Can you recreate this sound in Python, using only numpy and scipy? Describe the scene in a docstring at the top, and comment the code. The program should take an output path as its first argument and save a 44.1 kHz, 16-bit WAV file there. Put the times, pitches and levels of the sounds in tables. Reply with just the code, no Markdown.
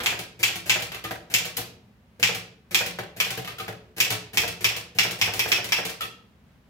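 """A manual typewriter on a wooden desk in a small quiet room, close to a stereo microphone.
Each letter: the key goes down, the slug slaps the platen, the carriage steps on, the typebar drops back.
Space bar and shift linkage knock in between. Blows are coloured noise chatter; platen, linkage, case
and desk are dying modes. Each layer gets near echoes and a room tail, over a soft swelling noise."""
import sys
import numpy as np
from scipy import signal
from scipy.fft import rfft, irfft
from scipy.io import wavfile
from scipy.ndimage import uniform_filter1d

SR = 44100
rng = np.random.default_rng(int(sys.argv[2]) if len(sys.argv) > 2 else 0)


def wav_record(signal):
    """Record a signal, one row per channel, as 16-bit PCM in the file named by sys.argv[1]."""
    frames = np.transpose(np.atleast_2d(signal))
    bounded = np.clip(frames, -1, 1)
    # unit amplitude maps onto the largest positive 16-bit level
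    quanta = np.round(bounded * 32767).astype(np.int16)
    wavfile.write(sys.argv[1], SR, quanta)


N = 295029

# Letters: (slug hit time [s], blow level [dB], slap tilt [dB per octave], extra top [dB],
# key lead before the slug [s], key rattle [dB], carriage step [dB], push into the case [dB])
LETTERS = [(0.0602, -8.5, -1.5, 0.5, 0.034, -29.5, -26, -37.5), (0.43, -6, 0.8, 0, 0.039, -34, -33, -30.5),
           (0.6956, -5, 0.3, -5, 0.038, -30.5, -23, -29), (1.3395, -6, 4, -3.5, 0.041, -35, -33.5, -30),
           (2.2285, -4.5, 0.5, -6.5, 0.036, -38, -24.5, -28),
           (2.7458, -5.5, 1.2, -2, 0.038, -32, -22.5, -29.5),
           (3.2009, -8.5, -1.5, 5.5, 0.039, -36.5, -31.5, -31.5),
           (4.002, -6, 2, 0.5, 0.038, -29.5, -31, -31), (4.372, -6.5, 0.3, 1, 0.041, -32, -24, -25),
           (4.6437, -6.5, 0.2, 1, 0.037, -32, -31.5, -27), (4.9862, -4.5, 0, -4, .0379, -40.5, -23.5, -27),
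           (5.214, -7, -0.4, -1.5, 0.03, -35.5, -24, -27.5),
           (5.3932, -9.5, -0.2, 5.5, 0.036, -31.5, -23.5, -33),
           (5.5172, -6.5, -0.6, -2.5, 0.044, -30.5, -26, -29), (5.7213, -7, -1.5, -1, 0.032, -35, -22, -37)]
# Colour of the slug slapping paper and platen: (frequency [Hz], relative density [dB per Hz])
SLAP_COLOUR = [(240, -36), (400, -32), (899, -13.5), (1100, -14), (1500, -13.5), (2400, -2.5), (3370, -4),
               (3760, -10), (5550, -12), (7350, -15), (9570, -23.5), (12200, -19), (15000, -20.5),
               (15700, -46.5), (16500, -43.5)]
# Colour of the key going down: (frequency [Hz], relative density [dB per Hz])
KEY_COLOUR = [(240, -12), (400, -1.5), (1100, -14), (2290, -4.5), (3170, -11), (5460, -12.5),
              (14600, -16.5), (16500, -27)]
# Colour of the slug touching its guide: (frequency [Hz], relative density [dB per Hz])
BOUNCE_COLOUR = [(1200, -21.5), (2400, 4.5), (4500, -20)]
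# Close platen modes, whose mix makes the clack throb:
# (frequency [Hz], level under the blow [dB], 60 dB decay before the closing fade [s])
PLATEN_MODES = [(2176, -32.5, 0.034), (2295, -23, 0.12), (2410, -12.5, 0.087), (2630, -14, 0.17),
                (2830, -21.5, .07), (3230, -24.5, .07), (3300, -26, 0.14)]
# Songs of the slap along the line: (frequency [Hz], first letter boost [dB], last letter boost [dB])
SLAP_SONGS = [(5400, 0, 10), (7130, 5.5, -1)]
SLUG_DB = -9  # slug chatter, relative to the blow
KEY_PUSH_DB = -6  # key into the case, relative to the slug's push
SOFT_DB_PER_OCTAVE = -3  # finger and rubber platen drive mostly the low modes
BOUNCE_S, BOUNCE_DB = 0.0085, -11.5  # rebound after the slap, relative to the blow
JINGLE_DB = -23.5  # loose levers, relative to the blow
STEP_S = 0.061  # slug on paper to carriage on the next tooth
HARD_DB_PER_OCTAVE = 0.5  # metal stops drive the upper case modes more than fingers do


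def type_letters(clack, platen, tick, thud, body):
    """Key press, slap with ringing platen, slug rebound with loose levers, then the carriage step."""
    for k, letter in enumerate(LETTERS):
        hit_s, db, tilt, top_db, lead_s, key_db, step_db, push_db = letter
        key_s = hit_s - lead_s
        add(clack, key_s, blow(KEY_COLOUR, key_db, rattle_s=0.028, grain_db=5.0, rise_s=0.00099))
        push_case(body, key_s, push_db + KEY_PUSH_DB, rise_s=0.014, tilt=SOFT_DB_PER_OCTAVE)

        # one song grows and the other fades as the carriage moves along the line
        along = k / (len(LETTERS) - 1)
        songs = [(hz, first + (last - first) * along) for hz, first, last in SLAP_SONGS]
        slap = blow(SLAP_COLOUR, db + SLUG_DB, rattle_s=0.0014, grain_db=5.5,
                    tilt=tilt, top_db=top_db, songs=songs)
        add(clack, hit_s, slap)
        platen_ring = ring(PLATEN_MODES, db, spread_db=2.5, rise_s=0.0016, detune=0.012,
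                           loose=0.6, size=8192)
        add(platen, hit_s, platen_ring)
        push_case(body, hit_s, push_db, tilt=SOFT_DB_PER_OCTAVE)

        bounce_s = hit_s + BOUNCE_S
        bounce = blow(BOUNCE_COLOUR, db + BOUNCE_DB, rattle_s=0.001, grain_db=2.5, rise_s=0.0004)
        add(thud, bounce_s, bounce)
        add(tick, bounce_s, knock(db + JINGLE_DB, rattle_s=0.04, grain_db=8.0))
        step_carriage(thud, body, hit_s + STEP_S, step_db, rise_s=0.0032, tilt=HARD_DB_PER_OCTAVE)


# Colour of the carriage landing on its next tooth: (frequency [Hz], relative density [dB per Hz])
STEP_COLOUR = [(250, -14.5), (450, -4), (720, -1), (1100, -11.5), (1700, -2.5), (3000, -19), (8000, -28)]
STEP_PUSH_DB = -2.5  # into the case, relative to the step


def step_carriage(thud, body, time_s, db, rise_s, tilt):
    """The carriage meets the next tooth with a dull blow and rings the case."""
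    add(thud, time_s, blow(STEP_COLOUR, db, rattle_s=0.008, grain_db=1.65, rise_s=rise_s))
    push_case(body, time_s, db + STEP_PUSH_DB, tilt=tilt)


# Typebars and levers falling back on their rests: (time [s], level [dB])
DROPS = [(0.189, -29.5), (0.5546, -29.5), (0.8201, -28), (1.4519, -29), (2.347, -28.5), (2.8616, -28),
         (3.3036, -26.5), (4.1032, -21.5), (4.122, -27.5), (4.477, -27.5), (4.763, -28.5), (5.1088, -28),
         (5.3355, -27), (5.6422, -28.5), (5.85, -25.5), (5.893, -32)]
# Colour of those falls: (frequency [Hz], relative density [dB per Hz])
DROP_COLOUR = [(410, -21), (700, -7), (1300, -5), (2490, 1.5), (2700, 0.5), (8300, -8.5), (11900, -10.5),
               (15700, -13.5), (16500, -41)]
DROP_PUSH_DB = -1  # into the case, relative to the fall


def drop_typebars(tick, body):
    """Falling typebars and levers tick on their rests and push the case."""
    for time_s, db in DROPS:
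        add(tick, time_s, blow(DROP_COLOUR, db, rattle_s=0.0025, grain_db=4.0, rise_s=0.0024))
        push_case(body, time_s, db + DROP_PUSH_DB)


# Space bar, and first the end of an earlier stroke at 0.0014 s: (time [s], knock level [dB],
# knock tilt [dB per octave], carriage step [dB], push into the case [dB])
STROKES = [(0.0014, -27.5, -4, -34.5, -45.5), (1.108, -35.5, 0.5, -24, -31.5),
           (1.581, -33, -5.5, -36.5, -25), (2.986, -32.5, -3, -25.5, -28), (3.374, -32, 0.5, -32.5, -25),
           (3.679, -36.5, -1, -28, -27)]
STROKE_RISE_S = 0.0007
FREED_DB_PER_OCTAVE = 4.5  # the freed carriage knocks fuller and higher


def end_stroke_and_press_space_bar(clack, thud, body):
    """The end of an earlier stroke, then the space bar: a knock, a case push and a carriage step at once."""
    for time_s, db, tilt, step_db, push_db in STROKES:
        add(clack, time_s, knock(db, rattle_s=0.005, grain_db=2.5, rise_s=STROKE_RISE_S, tilt=tilt))
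        push_case(body, time_s, push_db)
        step_carriage(thud, body, time_s, step_db, STROKE_RISE_S, FREED_DB_PER_OCTAVE)


# Shift linkage clatter: (time [s], knock level [dB], knock tilt [dB per octave],
# ring of the linkage [dB], push into the case [dB])
CLATTERS = [(0.917, -33, -1.6, -37.5, -47), (0.943, -32, -1.5, -32, -37), (1.039, -31, 0, -56.5, -28),
            (1.048, -37, -4.5, -27, -38), (1.567, -23.5, 4, -58.5, -32), (3.4442, -34.5, -1.5, -53.5, -37),
            (3.475, -32, -1.5, -37, -32.5), (3.497, -42.5, -1.5, -48.5, -42), (3.583, -36.5, 1, -31, -38),
            (3.597, -32, -1, -23, -28), (6.0061, -29.5, 0, -25, -62), (6.016, -33.5, 1, -23.5, -35.5),
            (6.031, -41, 1, -25, -33)]
# Linkage modes: (frequency [Hz], relative level [dB], 60 dB decay before the closing fade [s])
LINK_MODES = [(1274, -5.5, 0.066), (1870, -4.5, 0.036), (2592, -2, 0.039), (2724, -4.5, 0.041),
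              (3400, -3.5, .04)]
CLATTER_S = 0.0043  # decay constant of each knock


def clatter_shift(tick, thud, body):
    """The shift linkage knocks and rings in its own modes, and pushes the case."""
    for time_s, db, tilt, link_db, push_db in CLATTERS:
        add(tick, time_s, knock(db, CLATTER_S, grain_db=5.0, rise_s=0.3 * CLATTER_S, tilt=tilt))
        push_case(body, time_s, push_db, tilt=HARD_DB_PER_OCTAVE)
        link_ring = ring(LINK_MODES, link_db, spread_db=5.0, rise_s=0.003, tilt=2 * tilt,
                         detune=0.034, size=4096)
        add(thud, time_s, link_ring)


# Colour of the strokes above, linkage and loose levers: (frequency [Hz], relative density [dB per Hz])
KNOCK_COLOUR = [(290, -25), (500, -20.5), (1050, -16.5), (1260, -14.5), (1500, -13.5), (2730, -9),
                (9330, -23.5), (12000, -19), (15800, -28), (16500, -36.5)]


def knock(db, rattle_s, grain_db, **shape):
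    """A chattering knock in one shared colour."""
    return blow(KNOCK_COLOUR, db, rattle_s, grain_db, **shape)


# Case and desk top modes: (frequency [Hz], relative level [dB], 60 dB decay before the closing fade [s])
CASE_MODES = [(70.5, -14, 0.12), (115.7, -10, 0.24), (177.1, -2, 0.11), (291.5, -12, 0.11),
              (359.2, -12.5, 0.17), (454.6, -1, 0.1), (586, -11, 0.093), (651.7, -9, 0.13),
              (746.5, -8, 0.14), (970, -12, 0.065)]


def push_case(body, time_s, db, **shape):
    """A push sets the modes of case and desk top ringing."""
    add(body, time_s, ring(CASE_MODES, db, **shape))


def blow(colour, db, rattle_s, grain_db, rise_s=1 / SR, tilt=0, top_db=0, songs=(), size=8192):
    """A dying noise chatter of small uneven contacts, filtered to the colour of the parts."""
    t = np.arange(1, size + 1) / SR
    hz = np.fft.rfftfreq(size, 1 / SR)
    noise = rng.standard_normal(size)
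    unevenness = gain_of(grain_db * rng.exponential(1, size))
    envelope = (1 - np.exp(-t / rise_s)) * np.exp(-t / max(rattle_s, 1 / SR)) * (t < 0.1)
    chatter = rfft(noise * unevenness * envelope)

    # take out the chatter's own broad colour
    own_db = 10 * np.log10(uniform_filter1d(abs(chatter) ** 2, size=61) + 1e-9)
    # each song is a bump 0.14 octave wide either side, to 1/e of its boost
    song_db = sum(boost * np.exp(-(np.log2((hz + 1) / f) / 0.14) ** 2) for f, boost in songs)
    tilt_db = tilt * np.log2((hz + 50) / 2500)
    treble_db = top_db / (1 + (9500 / (hz + 1)) ** 10)  # the top begins near 9500 Hz
    colour_db = read(colour, hz) - own_db + song_db + tilt_db + treble_db

    sound = irfft(chatter * causal(colour_db))
    sound = sound * signal.windows.tukey(2 * size, 0.5)[size:]
    # level is the total energy, referred to 4.3 ms
    return gain_of(db) * sound / np.sqrt(np.sum(sound ** 2) / (SR * 0.0043))


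def ring(modes, db, spread_db=2.5, rise_s=0.011, tilt=0, detune=0.036, loose=1.47, size=11025):
    """Dying modes; each ring draws slightly different shares, pitches and phases."""
    t = np.arange(size) / SR
    hz, mode_db, t60 = np.transpose(modes)[:, :, None]
    share, pitch, phase = rng.standard_normal((3, len(modes), 1))
    level_db = db + mode_db + tilt * np.log2(hz / np.median(hz)) + spread_db * share
    opposite = np.pi * np.arange(len(modes))[:, None]  # neighbours in opposite sense, before the phase draw
    angle = 2 * np.pi * hz * (1 + detune * pitch) * t + loose * phase + opposite
    rings = gain_of(level_db - 60 * t / t60) * np.sin(angle)
    rise = 1 - np.exp(-t / rise_s)
    return rings.sum(0) * rise * signal.windows.tukey(2 * size, 1)[size:]


def typewriter():
    """Five layers: bright blows, platen ring, light ticks, dull thuds and the ringing case."""
    clack, platen, tick, thud, body = np.zeros((5, N))
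    type_letters(clack, platen, tick, thud, body)
    drop_typebars(tick, body)
    end_stroke_and_press_space_bar(clack, thud, body)
    clatter_shift(tick, thud, body)
    return clack, platen, tick, thud, body


# Decay of the room tail before shaping and closing fade: (frequency [Hz], 60 dB decay [s])
ROOM_DECAY = [(100, 0.97), (260, 0.86), (700, 0.5), (1840, 0.43), (4850, 0.41), (12800, 0.25)]
# Nearest surfaces, before the stereo shaping: (delay at the left [s], left level [dB], right level [dB])
ECHOES = [(.0085, -6, -13), (0.0175, -18.5, -10.5), (0.021, -14, -22.5), (0.046, -11, -13)]
DIRECT_DB, DIRECT_S = -1.5, 0.00031
LEFT_LEADS_S = 0.00013  # direct sound and echoes reach the right this much later, plus 4% of the delay


def room(tail_db, start_s=0.00067, size=32768):
    """Direct sound, near echoes, then sparse uneven taps whose bands die at their own speeds."""
    taps = np.zeros((2, size))
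    at = np.arange(0, size - 16, 16) + rng.integers(0, 16, (2, size // 16 - 1))
    signs = rng.choice([-1., 1.], at.shape)
    tap_db = 2.6 * np.minimum(rng.exponential(1, at.shape), 4)
    np.put_along_axis(taps, at, signs * gain_of(tap_db), 1)

    hz, t, bands = signal.stft(taps, SR, nperseg=256)
    decay = gain_of(-60 * t / read(ROOM_DECAY, hz)[:, None])
    tail = signal.istft(bands * decay, SR, nperseg=256)[1][:, :size]
    t = np.arange(size) / SR
    early = 1 + 0.4 * np.exp(-t / 0.0098)  # desk and near wall scatter early
    tail = tail * (1 - np.exp(-t / start_s)) * early

    hz = np.fft.rfftfreq(size, 1 / SR)
    heard = gain_of(tail_db) * paired(*rfft(tail / np.linalg.norm(tail[0])), hz)
    for delay_s, *db in [(DIRECT_S, DIRECT_DB, DIRECT_DB)] + ECHOES:
        lag_s = delay_s * np.array([[1], [1.04]]) + [[0], [LEFT_LEADS_S]]
        heard = heard + gain_of(db)[:, None] * np.exp(-2j * np.pi * hz * lag_s)
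    return irfft(microphone_pair(heard, hz)) * signal.windows.tukey(2 * size, 0.5)[size:]


# Microphone pair turned to the machine: (frequency [Hz], left minus right gain [dB])
PAIR_LEAN = [(100, .5), (1900, .3), (4000, -2.5), (7500, -1.5), (10500, 7), (15000, 11)]
BASS_ALIKE_HZ = 332  # below this the close microphones hear nearly the same


def microphone_pair(heard, hz):
    """Close microphones: the bass is narrowed and each frequency leans left or right."""
    mid = heard.mean(0)
    width = np.hypot(0.45, hz / BASS_ALIKE_HZ) / np.hypot(1, hz / BASS_ALIKE_HZ)
    heard = mid + (heard - mid) * width
    half_lean_db = read(PAIR_LEAN, hz) / 2
    return heard * [causal(half_lean_db), causal(-half_lean_db)]


# Colour of the room tone: (frequency [Hz], relative density [dB per Hz])
AIR_COLOUR = [(15, -35.5), (25, -21.5), (48, -7), (172, -13.5), (214, -9.5), (266, -16.5), (288, -23),
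              (349, -23.5), (2600, -33.5), (8370, -48.5), (15200, -48), (16500, -46.5)]
AIR_DB = -56.5  # level around which the tone swells


def room_tone():
    """Soft noise of the house, its level swelling slowly by a sum of sines from 0.3 to 6 Hz."""
    hz = np.fft.rfftfreq(N, 1 / SR)
    t = np.arange(N) / SR
    spectra = paired(*rfft(rng.standard_normal((2, N))), hz)
    noise = irfft(spectra * gain_of(read(AIR_COLOUR, hz)), N)
    waves = [np.sin(2 * np.pi * (f * t + rng.random())) for f in np.geomspace(0.3, 6, 12)]
    swell = sum(waves) / np.sqrt(6)
    return gain_of(AIR_DB + 0.8 * swell) * noise / noise.std()


# Left-right likeness of tail and room tone: (frequency [Hz], likeness [0 to 1])
LIKENESS = [(60, 0.97), (250, 0.9), (600, 0.7), (1200, .1), (8000, 0.089)]


def paired(a, b, hz):
    """Two channels from two independent spectra, alike in the bass and unlike in the treble."""
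    same = np.clip(read(LIKENESS, hz), 0, 1)
    return np.array([a, same * a + np.sqrt(1 - same ** 2) * b])


def causal(db):
    """Minimum-phase response for a gain in dB given on rfft bins."""
    log_gain = np.log(gain_of(np.maximum(db, -90)))
    circle = np.concatenate([log_gain, log_gain[-2:0:-1]])
    return np.exp(log_gain - 1j * signal.hilbert(circle).imag[:len(db)])


def gain_of(db):
    """Amplitude factor for a level in dB."""
    return 10 ** (np.asarray(db) / 20)


def read(points, hz):
    """Table value at each frequency, interpolated along log frequency."""
    f, value = np.transpose(points)
    return np.interp(np.log(hz + 1), np.log(f + 1), value)


def add(layer, time_s, sound):
    """Mix a sound into a layer from a given time, cut at the layer's end."""
    part = layer[round(time_s * SR):][:len(sound)]
    part += sound[:len(part)]


def scene():
    """Every layer of the machine through its room responses, over the room tone."""
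    clack, platen, tick, thud, body = typewriter()
    # each 4000-sample stretch of the bright layer gets one of four room responses drawn at random
    response = np.repeat(rng.integers(0, 4, N // 4000 + 1), 4000)[:N]
    parts = [(clack * (response == k), 4.5) for k in range(4)]  # (layer, room tail level [dB])
    parts += [(platen, -5.5), (tick, 3.2), (thud, -4.5), (body, -7.5)]
    out = room_tone()
    for sound, tail_db in parts:
        out = out + signal.fftconvolve(sound[None], room(tail_db), axes=1)[:, :N]
    return out


def record(dry):
    """The microphone loses the deepest bass, the input rounds off high peaks; then the band limit."""
    bass_cut = signal.butter(4, 58, "high", fs=SR, output="sos")
    thin = signal.sosfilt(bass_cut, dry)
    rounded = 0.95 * np.tanh(thin / 0.95)
    band_limit = signal.firwin(511, 15900, window=("kaiser", 9), fs=SR)
    return signal.oaconvolve(rounded, band_limit[None], "same")


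dry = scene()
out = record(dry)
wav_record(out)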